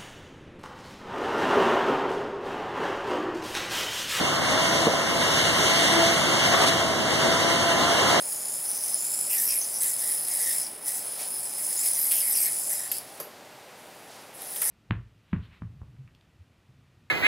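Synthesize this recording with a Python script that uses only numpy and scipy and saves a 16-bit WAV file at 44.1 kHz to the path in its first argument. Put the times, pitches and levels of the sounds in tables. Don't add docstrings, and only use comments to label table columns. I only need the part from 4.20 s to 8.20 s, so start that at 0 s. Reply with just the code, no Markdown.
import sys
import numpy as np
from scipy import signal
from scipy.fft import rfft, irfft, next_fast_len
from scipy.io import wavfile
from scipy.ndimage import uniform_filter1d, map_coordinates

SR = 44100
rng = np.random.default_rng(int(sys.argv[2]) if len(sys.argv) > 2 else 0)


def output_pcm(signal):
    pcm = np.clip(np.atleast_2d(signal).T, -1, 1) * 32767
    wavfile.write(sys.argv[1], SR, np.round(pcm).astype(np.int16))


N = 176400

# start in seconds, pitch in Hz, level in dB.
CLANK_HITS = [(.313, 617, -21), (.731, 758, -18)]
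# multiple of the pitch, relative level in dB, 60 dB decay in seconds.
STEEL_MODES = [(1, -0.5, 0.077), (.86, -5.5, 0.088), (1.3, -9, 0.088)]
# start in seconds, length in seconds, grind in dB, grit in dB.
SCRAPE_STROKES = [(2.313, 0.038, -20.5, -42), (2.366, 0.0463, -25.5, -32), (2.401, 0.05, -23.5, -24),
                  (2.454, 0.0414, -31, -24)]
# start in seconds, ring in dB, rattle in dB.
THUMP_HITS = [(0.6691, -5, -16.5)]
# frequency in Hz, relative level in dB, 60 dB decay in seconds.
BODY_MODES = [(236, -10.5, 0.059), (330.2, -3, 0.031), (445, -6, 0.041), (710, -13, 0.031),
              (1090, -7.5, 0.023)]
# frequency in Hz, relative spectral density in dB.
GRIND_EQ = [(150, -24), (300, -0.5), (700, -1.5), (1150, 2), (1700, -5.5), (3000, -8), (8000, -47)]
GRIT_EQ = [(800, -31), (2000, -3), (3500, 0.5), (6400, -4), (9000, -7), (12000, -16), (15000, -28)]
RATTLE_EQ = [(200, -10), (450, 2), (800, -4), (1200, -11), (2500, -25), (8000, -40)]
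RUMBLE_EQ = [(20, -30), (32, -17), (46, -27), (66, -9.5), (92, -6.5), (135, -4), (200, -1), (260, -0.5),
             (400, -16.5), (900, -68)]
ROAR_EQ = [(120, -43), (220, -20.5), (310, -2.5), (430, -5), (540, -3), (640, -0.5), (720, -3), (830, -4),
           (1060, -4.5), (1500, -7.5), (1850, -12.5), (3500, -51)]
HISS_EQ = [(700, -38), (1300, -5.5), (1600, -4.5), (2150, 3), (2450, -12), (2800, 1), (3250, -1.5),
           (4200, -6), (6200, -7.5), (8200, -12.5), (11000, -17.5), (13200, -25.5), (14500, -27.5),
           (15200, -60)]
# time in seconds, roar in dB, hiss in dB.
NOISE_RIDES = [(0, -25, -26), (0.2, -25.5, -26.5), (0.4, -25, -23.5), (0.6, -24.2, -23),
               (0.85, -24.5, -24.5), (1.05, -24.5, -22.5), (1.3, -24.5, -22.5), (1.6, -25.5, -20),
               (1.85, -23.5, -21), (2.05, -24.5, -23.5), (2.25, -24, -22), (2.55, -25.5, -24),
               (2.75, -27.0, -27.5), (3.05, -23.5, -23.5), (3.3, -24.5, -23.5), (3.5, -24.5, -24.5),
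               (3.75, -22.5, -23), (4, -21, -22)]
# frequency in Hz, level in dB.
HUM_TONES = [(414, -51), (483, -47), (538, -45), (577, -58.5), (634, -46), (757, -45), (1087, -44)]
# multiple of the working cycle, level in dB.
ENGINE_ORDERS = [(6, -60.5), (8, -53), (9, -53.5), (12, -46.5), (14, -54.5)]
# time in seconds, pitch in Hz.
WHINE_PITCH = [(0, 334), (.32, 314.7), (.45, 334), (.8, 336.6), (1.5, 338.4), (1.85, 332.4), (2.2, 340),
               (2.32, 348.5), (2.44, 332.2), (2.95, 325.5), (3.2, 338.6), (3.45, 337.6), (3.62, 342),
               (3.8, 343), (4, 348.4)]
# time in seconds, then harmonics one, two and three in dB.
WHINE_RIDES = [(0, -41, -54, -51), (.25, -48, -40, -61), (.4, -55, -31.5, -39), (.6, -38, -35, -39),
               (.95, -55, -38, -39), (1.35, -46, -40, -47), (1.55, -65, -33.5, -38), (1.7, -36, -38, -40),
               (1.78, -27, -30, -36), (1.84, -32, -25.5, -38), (2.0, -36.5, -38, -48), (2.2, -49, -42, -62),
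               (2.32, -54, -30.5, -39), (2.42, -52, -34, -47), (2.53, -44, -33, -43), (2.9, -42, -41, -44),
               (3.06, -42, -25.5, -37), (3.14, -36, -31.5, -34), (3.35, -46, -32, -34.5),
               (3.55, -55, -29, -36.5), (3.83, -44, -36, -41), (4, -53, -26, -45)]
# frequency in Hz, left-right likeness (1 is mono).
BASS_LIKENESS = [(30, 0.16), (130, 0.56), (400, 0.37), (650, 0.68), (850, 0.56), (1050, 1), (1260, 0.66)]

CLANK_ATTACK_S = 0.005
SCRAPE_ATTACK_S, SCRAPE_RELEASE_S = 0.017, 0.005
THUMP_ATTACK_S, RATTLE_T60_S = 0.00037, 0.17
THUMP_LOW_CUT_HZ = 110
CYCLE_HZ = 12.34
RUMBLE_DB, ROAR_TRIM_DB, HISS_TRIM_DB = -34.5, -1.7, -1.01
WHINE_WANDER_HZ, WHINE_FLUTTER_DB = 2.757, 3
TONE_WIDTH = 0.6
COMB_SPACING_HZ, COMB_DEPTH, COMB_BIAS = 2535, 1.08, 0.023
THRESHOLD_DB, RECOVER_DB_PER_S = -13.5, 7.5
TOP_HZ = 14900


def amp(db):
    return 10 ** (np.asarray(db) / 20)


def unit(x):
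    return x / np.sqrt(np.mean(x ** 2) + 1e-20)


def along(points, hz):
    freqs, values = np.transpose(points)
    return np.interp(np.log(hz + 1), np.log(freqs + 1), values)


def curves(rows):
    times, *columns = np.transpose(rows)
    return [np.interp(np.arange(N) / SR, times, column) for column in columns]


def wobble(rate):
    return map_coordinates(rng.standard_normal(1024), [np.arange(N) * rate / SR], mode="wrap")


def filtered(x, response):
    size = next_fast_len(N + SR // 2)
    return irfft(rfft(x, size) * response(np.fft.rfftfreq(size, 1 / SR)), size)[..., :N]


def rush(eq, patchy_db=1.0):
    bins = signal.stft(rng.standard_normal((2, N)), nperseg=512)[2]
    patches = uniform_filter1d(rng.standard_normal(bins.shape[1:]), size=5, axis=0)
    patches = uniform_filter1d(patches, size=14, axis=1)
    noise = signal.istft(bins * amp(patchy_db * unit(patches)), nperseg=512)[1][:, :N]
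    return unit(filtered(noise, lambda hz: amp(along(eq, hz))))


def phase_of(hz):
    return 2 * np.pi * np.cumsum(hz) / SR + rng.uniform(0, 2 * np.pi)


def tone(phase, flutter_db, rate):
    direct = unit(amp(flutter_db * wobble(rate)) * np.sin(phase))
    side = TONE_WIDTH * unit(wobble(rate) * np.sin(phase) + wobble(rate) * np.cos(phase))
    return unit(np.array([direct + side, direct - side]))


def clanks():
    out = np.zeros((2, N))
    for start, pitch_hz, level_db in CLANK_HITS:
        t = np.maximum(np.arange(N) / SR - start, 0)
        phase = 2 * np.pi * pitch_hz * t
        ring = sum(amp(db - 60 * t / t60) * tone(ratio * phase, flutter_db=1, rate=40)
                   for ratio, db, t60 in STEEL_MODES)
        out += amp(level_db) * (1 - np.exp(-t / CLANK_ATTACK_S)) * ring
    return out


def scrapes():
    t, out = np.arange(N) / SR, np.zeros((2, N))
    for start, length, grind_db, grit_db in SCRAPE_STROKES:
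        attack = np.clip((t - start) / SCRAPE_ATTACK_S, 0, 1)
        release = np.clip(1 - (t - start - length) / SCRAPE_RELEASE_S, 0, 1)
        grind = amp(grind_db + 1.9 * wobble(83)) * rush(GRIND_EQ)
        grit = amp(grit_db + 2.0 * wobble(220)) * rush(GRIT_EQ)
        out += attack * release * (grind + grit)
    return out


def thump():
    out = np.zeros((2, N))
    for start, ring_db, rattle_db in THUMP_HITS:
        t = np.maximum(np.arange(N) / SR - start, 0)
        ring = sum(amp(ring_db + db - 60 * t / t60) * np.cos(2 * np.pi * hz * t)
                   for hz, db, t60 in BODY_MODES)
        rattle = amp(rattle_db - 60 * t / RATTLE_T60_S) * rush(RATTLE_EQ)
        out += (1 - np.exp(-t / THUMP_ATTACK_S)) * (rattle - ring)
    low_cut = signal.butter(2, THUMP_LOW_CUT_HZ, "highpass", fs=SR, output="sos")
    return signal.sosfilt(low_cut, out)


def machine_hums():
    return sum(amp(db) * tone(phase_of(hz * (1 + 0.00491 * wobble(12))), flutter_db=3, rate=4.86)
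               for hz, db in HUM_TONES)


def diesel():
    cycle = phase_of(CYCLE_HZ * (1 + 0.0035 * wobble(3.08)))
    drone = sum(amp(db) * tone(order * cycle, flutter_db=0, rate=4.46) for order, db in ENGINE_ORDERS)
    roar_db, hiss_db = curves(NOISE_RIDES)
    rumble = amp(RUMBLE_DB + 0.8 * wobble(16)) * rush(RUMBLE_EQ)
    roar = amp(roar_db + ROAR_TRIM_DB + 0.29 * wobble(25.18)) * rush(ROAR_EQ)
    hiss = amp(hiss_db + HISS_TRIM_DB + 0.61 * wobble(30.52)) * rush(HISS_EQ)
    return drone + rumble + roar + hiss


def hydraulic_whine():
    phase = phase_of(curves(WHINE_PITCH)[0] + WHINE_WANDER_HZ * wobble(30.03))
    return sum(amp(db) * tone(harmonic * phase, WHINE_FLUTTER_DB, rate=18)
               for harmonic, db in enumerate(curves(WHINE_RIDES), start=1))


def scene():
    return clanks() + scrapes() + thump() + machine_hums() + diesel() + hydraulic_whine()


def widen(x):
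    def mid_side_gains(hz):
        comb = COMB_BIAS - COMB_DEPTH * np.cos(2 * np.pi * hz / COMB_SPACING_HZ)
        likeness = np.where(hz < COMB_SPACING_HZ / 2, along(BASS_LIKENESS, hz), comb)
        likeness = np.clip(likeness, -0.9996, 0.9996)
        return np.sqrt([1 + likeness, 1 - likeness])
    mid, side = filtered(np.array([x[0] + x[1], x[0] - x[1]]) / 2, mid_side_gains)
    return np.array([mid + side, mid - side])


def gain_control(x):
    power = uniform_filter1d(np.mean(x ** 2, axis=0), size=150)
    over_db = np.maximum(10 * np.log10(np.abs(power) + 1e-12) - THRESHOLD_DB, 0)
    creep_db = RECOVER_DB_PER_S * np.arange(N) / SR
    duck_db = np.maximum.accumulate(over_db + creep_db) - creep_db
    return x * amp(-uniform_filter1d(duck_db, size=90))


def record(dry):
    return filtered(gain_control(widen(dry)), lambda hz: hz < TOP_HZ)


dry = scene()
out = record(dry)
output_pcm(out)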